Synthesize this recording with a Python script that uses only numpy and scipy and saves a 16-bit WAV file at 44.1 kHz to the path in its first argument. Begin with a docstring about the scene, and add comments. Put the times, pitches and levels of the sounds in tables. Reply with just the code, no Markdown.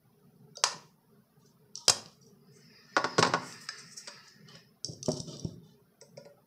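"""Desoldering pump at a workbench

A spring-loaded pump is fired twice at a circuit board, then dropped on the bench: noise bursts plus ringing modes.
Something slides over the bench, and a hand scuffs and bumps the board in its plastic case: rubbing is modulated
noise, ticks and thuds are bursts and modes. A fan hums in the small room as wavering noise."""
import sys
import numpy as np
from scipy import signal
from scipy.fft import rfft, irfft, next_fast_len
from scipy.io import wavfile
from scipy.ndimage import uniform_filter1d

SR = 44100
rng = np.random.default_rng(int(sys.argv[2]) if len(sys.argv) > 2 else 0)


def wrap_up_sound(samples):
    """Save the sound to the file named by the first command line argument, as 16-bit audio."""
    columns = np.atleast_2d(samples).T
    # keep every value between -1 and 1, then stretch to whole-number steps
    tamed = np.clip(columns, -1, 1)
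    steps = np.round(tamed * 32767).astype(np.int16)
    wavfile.write(sys.argv[1], SR, steps)


N = 285106
SIZE = 16384  # samples in one hit or room response
TOP_HZ = 15550
T = np.arange(N) / SR
AGE = np.arange(SIZE) / SR


def undb(db):
    """Decibels to gain."""
    return 10 ** (np.asarray(db) / 20)


def on_log_axis(points, hz):
    """Read (frequency [Hz], value) points along log frequency."""
    f, value = np.transpose(points)
    return np.interp(np.log(np.maximum(hz, 1)), np.log(f), value)


def fade(t60_s):
    """Exponential decay that loses 60 dB in t60_s."""
    return np.exp(-np.log(1000) * AGE / np.maximum(t60_s, 1e-4))


def unit(x):
    """Scale a hit so that its loudest 2 ms have rms 1."""
    return x / np.sqrt(uniform_filter1d(x ** 2, size=88).max())


def add(track, s, sound):
    """Mix a sound into the track at time s."""
    i = int(s * SR)
    track[i:i + len(sound)] += sound[:N - i]


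def ripple(hz, depth_db, spacing_hz):
    """Gain of the countless small resonances and notches of an irregular object."""
    knots = np.clip(rng.standard_normal(2048), -2, 2)
    return undb(depth_db * np.interp(hz / spacing_hz, np.arange(len(knots)), knots))


def crack(spectrum, t60_s, tilt_db, ripple_db, spacing_hz, size=151):
    """A contact: a dense, fast-dying burst in the causal colour of the object."""
    hz = np.fft.rfftfreq(SIZE, 1 / SR)
    burst = rfft(rng.standard_normal(SIZE) * fade(t60_s))
    smooth = np.sqrt(uniform_filter1d(abs(burst) ** 2, size=size))
    octaves = np.log2(np.maximum(hz, 150) / 1000)
    gain = undb(on_log_axis(spectrum, hz) + tilt_db * octaves)
    # folding the cepstrum makes the filter minimum-phase
    cepstrum = irfft(np.log(gain * ripple(hz, ripple_db, spacing_hz) / smooth))
    cepstrum[1:SIZE // 2] *= 2
    cepstrum[SIZE // 2 + 1:] = 0
    return unit(irfft(burst * np.exp(rfft(cepstrum))))


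def ring(modes, tilt_db, spread=0.0034):
    """Decaying modes; each blow lands on another spot and shares them out a little differently."""
    hz, db, t60_s = np.transpose(modes)[:, :, None]
    detune, share, side = rng.standard_normal((len(modes), 3)).T[:, :, None]
    gain = np.sign(side) * undb(db + 2.9 * share + tilt_db * np.log2(hz / hz[0]))
    tones = np.sin(2 * np.pi * hz * (1 + spread * detune) * AGE)
    return unit(np.sum(gain * fade(t60_s) * tones, axis=0))


def coloured(x, spectrum):
    """Give a long sound a spectrum and rms 1."""
    size = next_fast_len(N)
    gain = undb(on_log_axis(spectrum, np.fft.rfftfreq(size, 1 / SR)))
    y = irfft(rfft(x, size) * gain, size)[:N]
    return y / y.std()


def walk(rate_hz):
    """Slow chance with a spread near 1."""
    knots = rng.standard_normal(1024)
    return 1.2 * np.interp(T * rate_hz, np.arange(len(knots)), knots)


def friction(spectrum, rough_db, catch_rate_hz, ripple_db, wander_db=7, drift=.02):
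    """Surfaces catch and slip many times a second; contact spots take turns, each with its own resonances."""
    size = next_fast_len(N)
    hz = np.fft.rfftfreq(size, 1 / SR)
    shares = np.array([undb(wander_db * walk(9.3)) for _ in range(4)])
    shares /= np.linalg.norm(shares, axis=0)
    catches = undb(rough_db * walk(catch_rate_hz))
    spots = 0
    for share in shares:
        rubbed = rng.standard_normal(N) * catches * share
        spots = spots + rfft(rubbed, size) * ripple(hz, ripple_db, spacing_hz=130.76)
    # the resonances drift a little as the contact moves along
    place_s = T + np.cumsum(drift * walk(9)) / SR
    return np.interp(place_s, T, coloured(irfft(spots, size)[:N], spectrum))


def stroke(s, length_s, attack_s, release_s):
    """A rubbing movement swells linearly from s and dies away exponentially from s + length_s."""
    rise = np.clip((T - s) / attack_s, 0, 1)
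    return rise * np.exp(-np.maximum(T - s - length_s, 0) / release_s)


# fan hum: (frequency [Hz], level [dB])
FAN_SPECTRUM = [(30, -27), (70, -18.5), (100, -16), (130, 2), (190, -1), (240, -1), (300, -26.5), (410, -2),
                (540, -17.5), (1000, -44.5), (4000, -81)]
# faint hiss of moving air: (frequency [Hz], level [dB])
AIR_SPECTRUM = [(300, -7.5), (600, -3), (900, -4), (1300, -4.5), (2200, -16.5), (4000, -18.5), (5300, -13),
                (7000, -27), (15500, -34)]
FAN_DB = -59.5


def fan():
    """Air buffets the fan blades, so the low hum wavers; the faint hiss above it stays smooth."""
    buffeting = undb(2.5 * walk(7))
    hum = coloured(rng.standard_normal(N) * buffeting, FAN_SPECTRUM)
    air = coloured(rng.standard_normal(N), AIR_SPECTRUM)
    return undb(FAN_DB) * (hum + undb(-1.0) * air)


# touch of thin metal: (frequency [Hz], level [dB])
TICK_SPECTRUM = [(100, -72.5), (500, -51.5), (2000, -41), (2900, -12.5), (4200, -2.5), (5600, 11.5),
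                 (6700, -3.5), (8000, -3.5), (10000, -20.5), (15500, -45.5)]
# component leads: (frequency [Hz], level [dB], t60 [s])
LEAD_MODES = [(5800, -1, 0.04), (5140, -1, 0.06), (4630, -1.5, .04), (8000, -11.5, .03)]
TICK_RING_DB, TICK_RING_T60_S = -17, .009


def tick(tilt_db, hz):
    """One thin metal part touches, flicks free and rings briefly at its own pitch."""
    touch = crack(TICK_SPECTRUM, t60_s=0.007, tilt_db=tilt_db, ripple_db=7.0, spacing_hz=230.1)
    own = unit(fade(TICK_RING_T60_S) * np.sin(2 * np.pi * hz * AGE))
    leads = ring(LEAD_MODES, tilt_db, spread=0.036)
    return unit(touch + undb(TICK_RING_DB) * own + undb(-21.5) * leads)


# ticks of nozzle, wires and leads: (time [s], level [dB], tilt [dB/octave], pitch [Hz])
TICK_EVENTS = [(0.5703, -37, 0.5, 4430), (1.7552, -29, -2, 5000), (1.776, -35.5, -1.5, 5900),
               (1.853, -52, 12, 5470), (2.0596, -41, -15, 5000), (3.525, -39.5, -12.5, 4700),
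               (4.4872, -46, -8.5, 5270), (4.554, -48.5, -1.5, 5500), (4.8455, -25, 2.5, 5900),
               (4.9338, -44, -3, 4554), (5.029, -31, -1, 5926), (5.06, -32, 1.5, 5360),
               (5.0886, -34.5, 12, 5100), (5.1173, -30, 8, 6360), (5.1307, -41, 0, 5540),
               (5.1577, -50, 0, 5050), (5.172, -48, -7, 5550), (5.2015, -33.5, 2, 5700),
               (5.369, -43.5, -7.5, 4770), (5.3961, -37.5, 2.5, 6000), (5.4466, -43, -2.5, 5300)]
# pump catch starts to slip: (time [s], level [dB])
RELEASE_EVENTS = [(0.555, -40.5), (1.7573, -47.5)]
# pump catch: (frequency [Hz], level [dB], t60 [s])
CATCH_MODES = [(1350, -13, 0.12), (3830, -11, 0.046), (5706, 2.5, 0.021), (7940, -15.5, 0.034),
               (8800, -17.5, 0.028)]
CATCH_RISE_S = .002  # time constant: the catch slips rather than strikes


def ticks():
    """Single clear ticks of nozzle, wires and leads, and the soft-edged ring of the catch before each shot."""
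    out = np.zeros(N)
    for s, db, tilt_db, hz in TICK_EVENTS:
        add(out, s, undb(db) * tick(tilt_db, hz))
    slip = 1 - np.exp(-AGE / CATCH_RISE_S)
    for s, db in RELEASE_EVENTS:
        add(out, s, undb(db) * ring(CATCH_MODES, 0) * slip)
    return out


# taps on hollow plastic:
# (time [s], first contact [dB], second contact [dB], hollow ring [dB], tilt [dB/octave])
TAP_EVENTS = [(0.569, -66.5, -73.5, -44, -6.5), (3.688, -29, -59, -52, 0.5), (4.074, -37.5, -39, -46, 4.5),
              (4.546, -58.5, -48.5, -55, -12.5), (6.0131, -43, -59, -48, 6),
              (6.172, -46.5, -51.5, -39.5, 2), (6.252, -51.5, -53.5, -45, -1.5)]
# contact with plastic: (frequency [Hz], level [dB])
TAP_SPECTRUM = [(100, -19.5), (250, -22.5), (500, -17.5), (900, -7.5), (1450, 7.5), (2200, 7.5),
                (3300, -11), (5400, 10), (6800, -8), (8200, -3), (10000, -46), (15500, -38.5)]
# hollow plastic: (frequency [Hz], level [dB], t60 [s])
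HOLLOW_MODES = [(451.7, -3.5, 0.077), (543, 2, 0.073), (576.3, -2.5, 0.11), (700, 1, 0.024),
                (977, -8.5, 0.066), (1420, -14.5, 0.13)]
SECOND_CONTACT_S = 0.0047  # after the first


def taps():
    """A tap on plastic, then a second, usually softer contact with a hollow ring."""
    out = np.zeros(N)
    for s, first_db, second_db, ring_db, tilt_db in TAP_EVENTS:
        for at_s, db in (s, first_db), (s + SECOND_CONTACT_S, second_db):
            contact = crack(TAP_SPECTRUM, t60_s=0.016, tilt_db=tilt_db, ripple_db=6.0, spacing_hz=133.85)
            add(out, at_s, undb(db) * contact)
        add(out, s + SECOND_CONTACT_S, undb(ring_db) * ring(HOLLOW_MODES, 0))
    return out


# piston hits its stop and kicks back: (time [s], level [dB], barrel ring [dB],
# recoil into the board [dB], tilt [dB/octave], share sent into the room [dB])
SNAP_EVENTS = [(0.6382, -13.5, -18.5, -37.5, -1.94, 2), (1.881, -17, -5, -7.5, 0, -2.5),
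               (1.882, -15.5, -2, -18.5, 7.5, -3.5), (1.8959, -18.5, -5.5, -12.5, -3.5, -0.5),
               (1.8975, -14.5, -5, -16, 6.5, -4.5), (1.9021, -26.5, -9, -11.5, 3, -2.5)]
# piston impact: (frequency [Hz], level [dB])
SNAP_SPECTRUM = [(150, -58.5), (260, -32), (370, -16.5), (520, -4.5), (650, -4.5), (1050, -0.5),
                 (1450, -0.5), (1900, -8.5), (2700, -4), (3600, -7.5), (5000, 4.5), (6200, 0.5), (8000, -5),
                 (10000, -15.5), (12000, -25.5), (15500, -43.5)]
# pump barrel: (frequency [Hz], level [dB], t60 [s])
BARREL_MODES = [(712, -9, 0.061), (1120, -12.5, 0.041), (2760, -4.5, 0.044), (3203, 5, 0.024),
                (3900, -7, 0.03), (4930, 1.5, .04), (5140, -6.5, 0.065), (5780, 0.5, 0.031),
                (6400, -5.5, .04), (7400, -5.5, 0.015), (8104, -16.5, 0.085)]
# kick into the board: (frequency [Hz], level [dB])
RECOIL_SPECTRUM = [(40, -19), (70, -9.5), (100, -2.5), (170, -6.5), (250, -2.5), (310, -14), (440, 2),
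                   (600, -4.5), (1500, -26.5), (6000, -50)]


def pump():
    """The piston slams home, rings the barrel and kicks the board; returns near sound and room feed."""
    near, outward = np.zeros((2, N))
    for s, db, barrel_db, recoil_db, tilt_db, room_db in SNAP_EVENTS:
        snap = crack(SNAP_SPECTRUM, t60_s=0.022, tilt_db=tilt_db, ripple_db=2.0, spacing_hz=150.0)
        barrel = undb(barrel_db) * ring(BARREL_MODES, tilt_db)
        recoil = crack(RECOIL_SPECTRUM, t60_s=0.019, tilt_db=0.5, ripple_db=-3.0, spacing_hz=49.8)
        shot = undb(db) * (snap + barrel + undb(recoil_db) * recoil)
        add(near, s, shot)
        add(outward, s, undb(room_db) * shot)
    return near, outward


TICKS_PER_S, TICK_SCATTER_DB = 88, 5  # all leads together
LEAD_HZ = 6050  # median lead pitch


def ticking(force, count=8):
    """Several leads flick at uneven moments, as hard as they are brushed."""
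    out = np.zeros(N)
    for _ in range(count):
        jitter, size = rng.random(512), rng.standard_normal(512)
        at_s = (np.arange(len(jitter)) + jitter) * count / TICKS_PER_S
        at = (at_s * SR).astype(int)
        inside = at < N
        flicks = np.zeros(N)
        flicks[at[inside]] = undb(TICK_SCATTER_DB * np.minimum(size, 2))[inside]
        lead = tick(tilt_db=4.0, hz=LEAD_HZ * np.exp(0.3 * rng.standard_normal()))
        out += signal.oaconvolve(flicks * force, lead)[:N]
    return out


# nozzle and fingers scuff the board; the 0.733 s row is a soft low rumble after the first shot:
# (time [s], length [s], wire rustle [dB], rasp [dB], low rumble [dB], ticking [dB])
SCUFF_EVENTS = [(0.733, 0.06, -67, -79.5, -56, -80), (1.39, .1, -67, -71, -77, -73.5),
                (1.745, .115, -65.5, -61, -81, -60.5), (2.074, 0.053, -77.5, -71, -80, -63.5),
                (2.207, 0.074, -66.5, -88, -78.5, -67), (4.227, 0.06, -60, -67, -80.5, -100),
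                (4.471, 0.082, -74, -56.5, -59.5, -67), (4.839, 0.1, -59.5, -74, -49, -55),
                (5.048, 0.13, -53, -57, -52, -43.5), (5.265, 0.084, -49.5, -54.5, -44.5, -53.5),
                (5.375, 0.14, -64, -66, -50.5, -60.5), (5.625, 0.091, -65.5, -69, -71.5, -73.5)]
# rustling wires: (frequency [Hz], level [dB])
RUSTLE_SPECTRUM = [(500, -17.5), (850, -11), (1150, -9), (1500, -24), (1900, -35), (2700, -22), (3300, -10),
                   (4300, 2), (5000, 10), (5800, 9.5), (6600, 1), (8200, -3), (10000, -26), (15000, -41)]
# dry edge of the board: (frequency [Hz], level [dB])
RASP_SPECTRUM = [(300, -22.5), (800, -8), (1250, 0), (1700, -15.5), (2300, -16.5), (2900, -7.5), (3700, -4),
                 (4700, -2.5), (8000, -28), (12000, -35)]
# low rumble: (frequency [Hz], level [dB])
RUMBLE_SPECTRUM = [(40, -38), (90, -10), (145, 9.5), (200, -4.5), (255, 2.5), (310, -5.5), (407, 1),
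                   (490, -9), (610, -6), (900, -33.5), (2000, -80)]
SCUFF_ATTACK_S, SCUFF_RELEASE_S = 0.013, 0.023


def scuffing():
    """Soft rumble after the first shot, then scuffs: wires rustle, edge rasps, board rumbles, leads flick."""
    rows = np.array(SCUFF_EVENTS)
    strokes = np.array([stroke(s, length_s, SCUFF_ATTACK_S, SCUFF_RELEASE_S) for s, length_s in rows[:, :2]])
    rustle, rasp, rumble, flick = undb(rows[:, 2:]).T @ strokes
    wires = rustle * friction(RUSTLE_SPECTRUM, rough_db=4.5, catch_rate_hz=230, ripple_db=5,
                              wander_db=17.5, drift=.005)
    edge = rasp * friction(RASP_SPECTRUM, rough_db=2.5, catch_rate_hz=160, ripple_db=10.0)
    lows = rumble * friction(RUMBLE_SPECTRUM, rough_db=2.0, catch_rate_hz=74, ripple_db=1.5)
    return wires + edge + lows + ticking(flick)


# resonant scrape over the bench: (time [s], level [dB])
SCRAPE_LEVELS = [(2.398, -73.5), (2.62, -62.5), (2.88, -60), (3.1, -50), (3.5, -51), (3.66, -56),
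                 (3.77, -52.5), (3.95, -61), (4.149, -54), (4.4, -65.5), (4.561, -57.5), (4.719, -80)]
# resonant scrape: (frequency [Hz], level [dB])
SCRAPE_SPECTRUM = [(200, -41.5), (420, -4.5), (600, -24.5), (900, -9.5), (1220, -3), (1550, -4.5),
                   (1800, 0.5), (2100, -5), (2750, -9), (3300, -15), (4100, -10.5), (5200, 0.5),
                   (6300, -15.5), (12000, -43)]
# quick smooth slides: (time [s], length [s], level [dB], tilt [dB/octave])
SWISH_EVENTS = [(2.488, 0.1, -60.5, -4), (3.37, 0.16, -51.5, 5.5), (3.536, 0.12, -57.5, 11),
                (3.689, 0.12, -56.5, -6), (3.848, 0.165, -49.5, 0.5)]
# sliding hiss: (frequency [Hz], level [dB])
HISS_SPECTRUM = [(1200, -35.5), (1900, -5.5), (2700, -16.5), (3600, -24.5), (5310, 6.5), (6050, 7),
                 (6940, -0.5), (8010, 4), (9850, -13), (15500, -19)]
SWISH_ATTACK_S, SWISH_RELEASE_S = 0.11, 0.019
MIRROR_S, MIRROR_WANDER, MIRROR_GAIN = .0007, 0.12, 0.23  # median lag, its log spread, gain


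def sliding():
    """A resonant scrape follows a level curve; separate hissing slides are mirrored by the bench."""
    s, db = np.transpose(SCRAPE_LEVELS)
    scrape = undb(np.interp(T, s, db, left=-120, right=-120))
    hiss = friction(HISS_SPECTRUM, rough_db=4.5, catch_rate_hz=58, ripple_db=5.0)
    swish = np.zeros(N)
    for s, length_s, db, tilt_db in SWISH_EVENTS:
        tilt = [(hz, tilt_db * np.log2(hz / TOP_HZ)) for hz, _ in HISS_SPECTRUM]
        swell = stroke(s, length_s, SWISH_ATTACK_S, SWISH_RELEASE_S)
        swish += undb(db) * swell * coloured(hiss, tilt)
    # the moving lag sweeps the colour of the hiss
    lag_s = MIRROR_S * np.exp(MIRROR_WANDER * walk(10))
    mirrored = np.interp(T - lag_s, T, swish)
    rubbing = friction(SCRAPE_SPECTRUM, rough_db=3.5, catch_rate_hz=440, ripple_db=5.0,
                       wander_db=14.5, drift=0.025)
    return swish + MIRROR_GAIN * mirrored + scrape * rubbing


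# tools land on the bench; the 4.081 s row is the low body of the plastic tap at 4.07 s:
# (time [s], level [dB], bench ring [dB], low thump [dB], tilt [dB/octave])
KNOCK_EVENTS = [(2.9655, -18, -4.5, -21.5, 0.5), (2.9696, -32, 4.5, -13.5, -0.5), (2.979, -26, 1, -12, 1),
                (3.0425, -22, -10.5, -11, 2), (3.0459, -32, 0.5, -13.5, -1.5),
                (3.182, -23.5, -1.5, -2.5, 5.5), (3.187, -24.5, 0.5, 5, -8), (3.1922, -25, -9, 5, 10),
                (3.2264, -15, -7.5, -14, 3), (3.2489, -24.5, -2, -2.5, 4), (3.2643, -29.5, -10, 5, 2),
                (3.272, -33.5, -5, -0.5, 8.5), (3.295, -31.5, -14, -0.5, -6), (3.3371, -22.5, -0.5, -15, 2),
                (3.3449, -27.5, 1, -10, -2.5), (4.081, -38.5, -7.5, -13.5, 7.5)]
# hard plastic on the bench: (frequency [Hz], level [dB])
CLACK_SPECTRUM = [(30, -39.5), (70, -36), (130, -15.5), (300, 7.5), (700, 7), (1050, 10.5), (1500, 2.5),
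                  (2000, -3.5), (3200, -11), (5200, -7), (6500, -17.5), (8200, -23.5), (10000, -45.5),
                  (15500, -61)]
# bench thumped as a whole: (frequency [Hz], level [dB])
THUMP_SPECTRUM = [(40, -26), (80, -18.5), (120, 2.5), (165, -4), (260, 5), (330, -9), (470, 4.5),
                  (650, -24.5), (1500, -34), (6000, -70.5)]
# bench top: (frequency [Hz], level [dB], t60 [s])
BENCH_MODES = [(165, -8.5, .1), (254.5, -6.5, 0.28), (406, -4.5, 0.12), (500, -11.5, 0.14), (628, -3, 0.15),
               (731.6, 6.5, 0.054), (890, -5.5, 0.11), (1004, -6.5, 0.16), (1118, 4, .1), (1412, -2, 0.091),
               (1469, 5, 0.068), (1908, -12, 0.13)]
EDGE_DB = -5  # first hard touch, against its clack
BENCH_LOW_HZ = 88  # the bench top radiates little below this


def bench():
    """Hard plastic lands, bounces and settles: clack, bench ring and thump; the last row gives a tap its body."""
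    out = np.zeros(N)
    for s, db, ring_db, thump_db, tilt_db in KNOCK_EVENTS:
        clack = crack(CLACK_SPECTRUM, t60_s=0.045, tilt_db=tilt_db, ripple_db=-1.5, spacing_hz=96.7, size=101)
        thump = crack(THUMP_SPECTRUM, t60_s=0.0096, tilt_db=2, ripple_db=1, spacing_hz=60.7, size=41)
        edge = crack(CLACK_SPECTRUM, t60_s=0.0049, tilt_db=tilt_db, ripple_db=-3.5, spacing_hz=100)
        top = ring(BENCH_MODES, tilt_db, spread=0.005)
        knock = undb(EDGE_DB) * edge + clack + undb(ring_db) * top + undb(thump_db) * thump
        add(out, s, undb(db) * knock)
    return signal.sosfilt(signal.butter(2, BENCH_LOW_HZ, "high", fs=SR, output="sos"), out)


# board bumps in its case: (time [s], level [dB], tilt [dB/octave], case ring [dB])
BUMP_EVENTS = [(4.885, -29, -9.5, -6), (5.083, -23, 5, 3), (5.091, -26.5, 4.5, 6),
               (5.135, -35.5, -6.5, 3.5), (5.199, -32, -9.5, 0), (5.449, -25, -8, 2.5)]
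# board on case: (frequency [Hz], level [dB])
THUD_SPECTRUM = [(35, -36.5), (60, -22.5), (90, -11.5), (150, -6), (400, -4.5), (620, -5), (900, -22),
                 (1400, -33), (2200, -62), (6000, -84)]
# plastic case: (frequency [Hz], level [dB], t60 [s])
CASE_MODES = [(134, -4, 0.088), (159.4, 3.5, .06), (250.5, -5, 0.097), (383, -1.5, 0.051),
              (474, -5.5, 0.032), (532, -14, 0.032), (624, -13, 0.13)]


def bumps():
    """The board gives under the fingers and thuds on the case, which swings for a few cycles."""
    out = np.zeros(N)
    for s, db, tilt_db, case_db in BUMP_EVENTS:
        thud = crack(THUD_SPECTRUM, t60_s=0.03, tilt_db=tilt_db, ripple_db=4.5, spacing_hz=75.0, size=41)
        case = ring(CASE_MODES, tilt_db, spread=0.0045)
        add(out, s, undb(db) * (undb(-6) * thud + undb(case_db) * case))
    return out


# room decay: (frequency [Hz], t60 [s])
ROOM_DECAY = [(120, 0.99), (500, 0.45), (1400, 0.36), (5000, 0.32), (8000, .29), (14000, 0.25)]
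FAR_WALL_S = .088


def room(x, onset_s=0.0051, far_wall_db=2):
    """Dense reflections off bench and walls, a later cluster from the far wall; the treble dies first."""
    hz = np.fft.rfftfreq(SIZE, 1 / SR)
    noise = rfft(rng.standard_normal(SIZE)) * ripple(hz, depth_db=2, spacing_hz=80)
    edges_hz = np.geomspace(60, 18000, 13)
    tail = np.zeros(SIZE)
    for lo, hi in zip(edges_hz, edges_hz[1:]):
        band = irfft(noise * ((hz >= lo) & (hz < hi)))
        tail += band * fade(on_log_axis(ROOM_DECAY, np.sqrt(lo * hi)))
    tail *= 1 - np.exp(-(AGE / onset_s) ** 2)
    tail *= undb(far_wall_db * np.exp(-((AGE - FAR_WALL_S) / 0.013) ** 2))
    return signal.fftconvolve(x, tail / np.linalg.norm(tail))[:N]


# gain of a closed suppressor band: (frequency [Hz], gain [dB])
CLOSED_GAIN = [(300, -6.5), (900, -23), (6000, -16.5)]
OPEN_DB, GATE_SMOOTH_S = 5.5, 0.025  # opening point above steady noise, power smoothing time constant


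def suppress(x, size=1024):
    """Noise suppressor: narrow bands open above their own steady noise; faint rubbing passes in patches."""
    hop = size // 4
    hz, _, bands = signal.stft(x, SR, nperseg=size, noverlap=size - hop)
    keep = np.exp(-hop / SR / GATE_SMOOTH_S)
    power = signal.lfilter([1 - keep], [1, -keep], abs(bands) ** 2)
    steady = uniform_filter1d(np.percentile(power, 20, axis=-1), size=7)[..., None]
    excess = (power / (steady * undb(OPEN_DB) ** 2)) ** 3
    closed = undb(on_log_axis(CLOSED_GAIN, hz))[:, None]
    gated = bands * (closed + excess) / (1 + excess)
    return signal.istft(gated, SR, nperseg=size, noverlap=size - hop)[1][..., :N]


def scene():
    """All sources, with the share of each sent into the room."""
    (snaps, outward), knocks, thuds = pump(), bench(), bumps()
    handling = ticks() + taps() + sliding() + scuffing()
    reflections = room(undb(-12.5) * outward + undb(-11.5) * knocks + undb(-13.5) * thuds
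                       + undb(-8.5) * handling)
    # two further independent draws of snaps and room are summed for a denser, smoother tail
    extra_tail = undb(-17) * (room(pump()[1]) + room(pump()[1]))
    return (snaps + knocks + thuds + handling + reflections + extra_tail + fan())[None]


MIC_HISS_DB = -75.5  # before the top cut


def record(dry):
    """The recorder drops the deep bass, suppresses steady noise, adds a faint high hiss and cuts the top."""
    hiss = coloured(rng.standard_normal(N), [(8500, -22.5), (9500, 0.0), (12000, 1.0), (16000, 2.5)])
    lean = signal.sosfilt(signal.butter(2, 60, "high", fs=SR, output="sos"), dry)
    sound = suppress(lean) + undb(MIC_HISS_DB) * hiss
    return signal.sosfilt(signal.ellip(10, .2, 70, TOP_HZ, fs=SR, output="sos"), sound)


dry = scene()
out = record(dry)
wrap_up_sound(out)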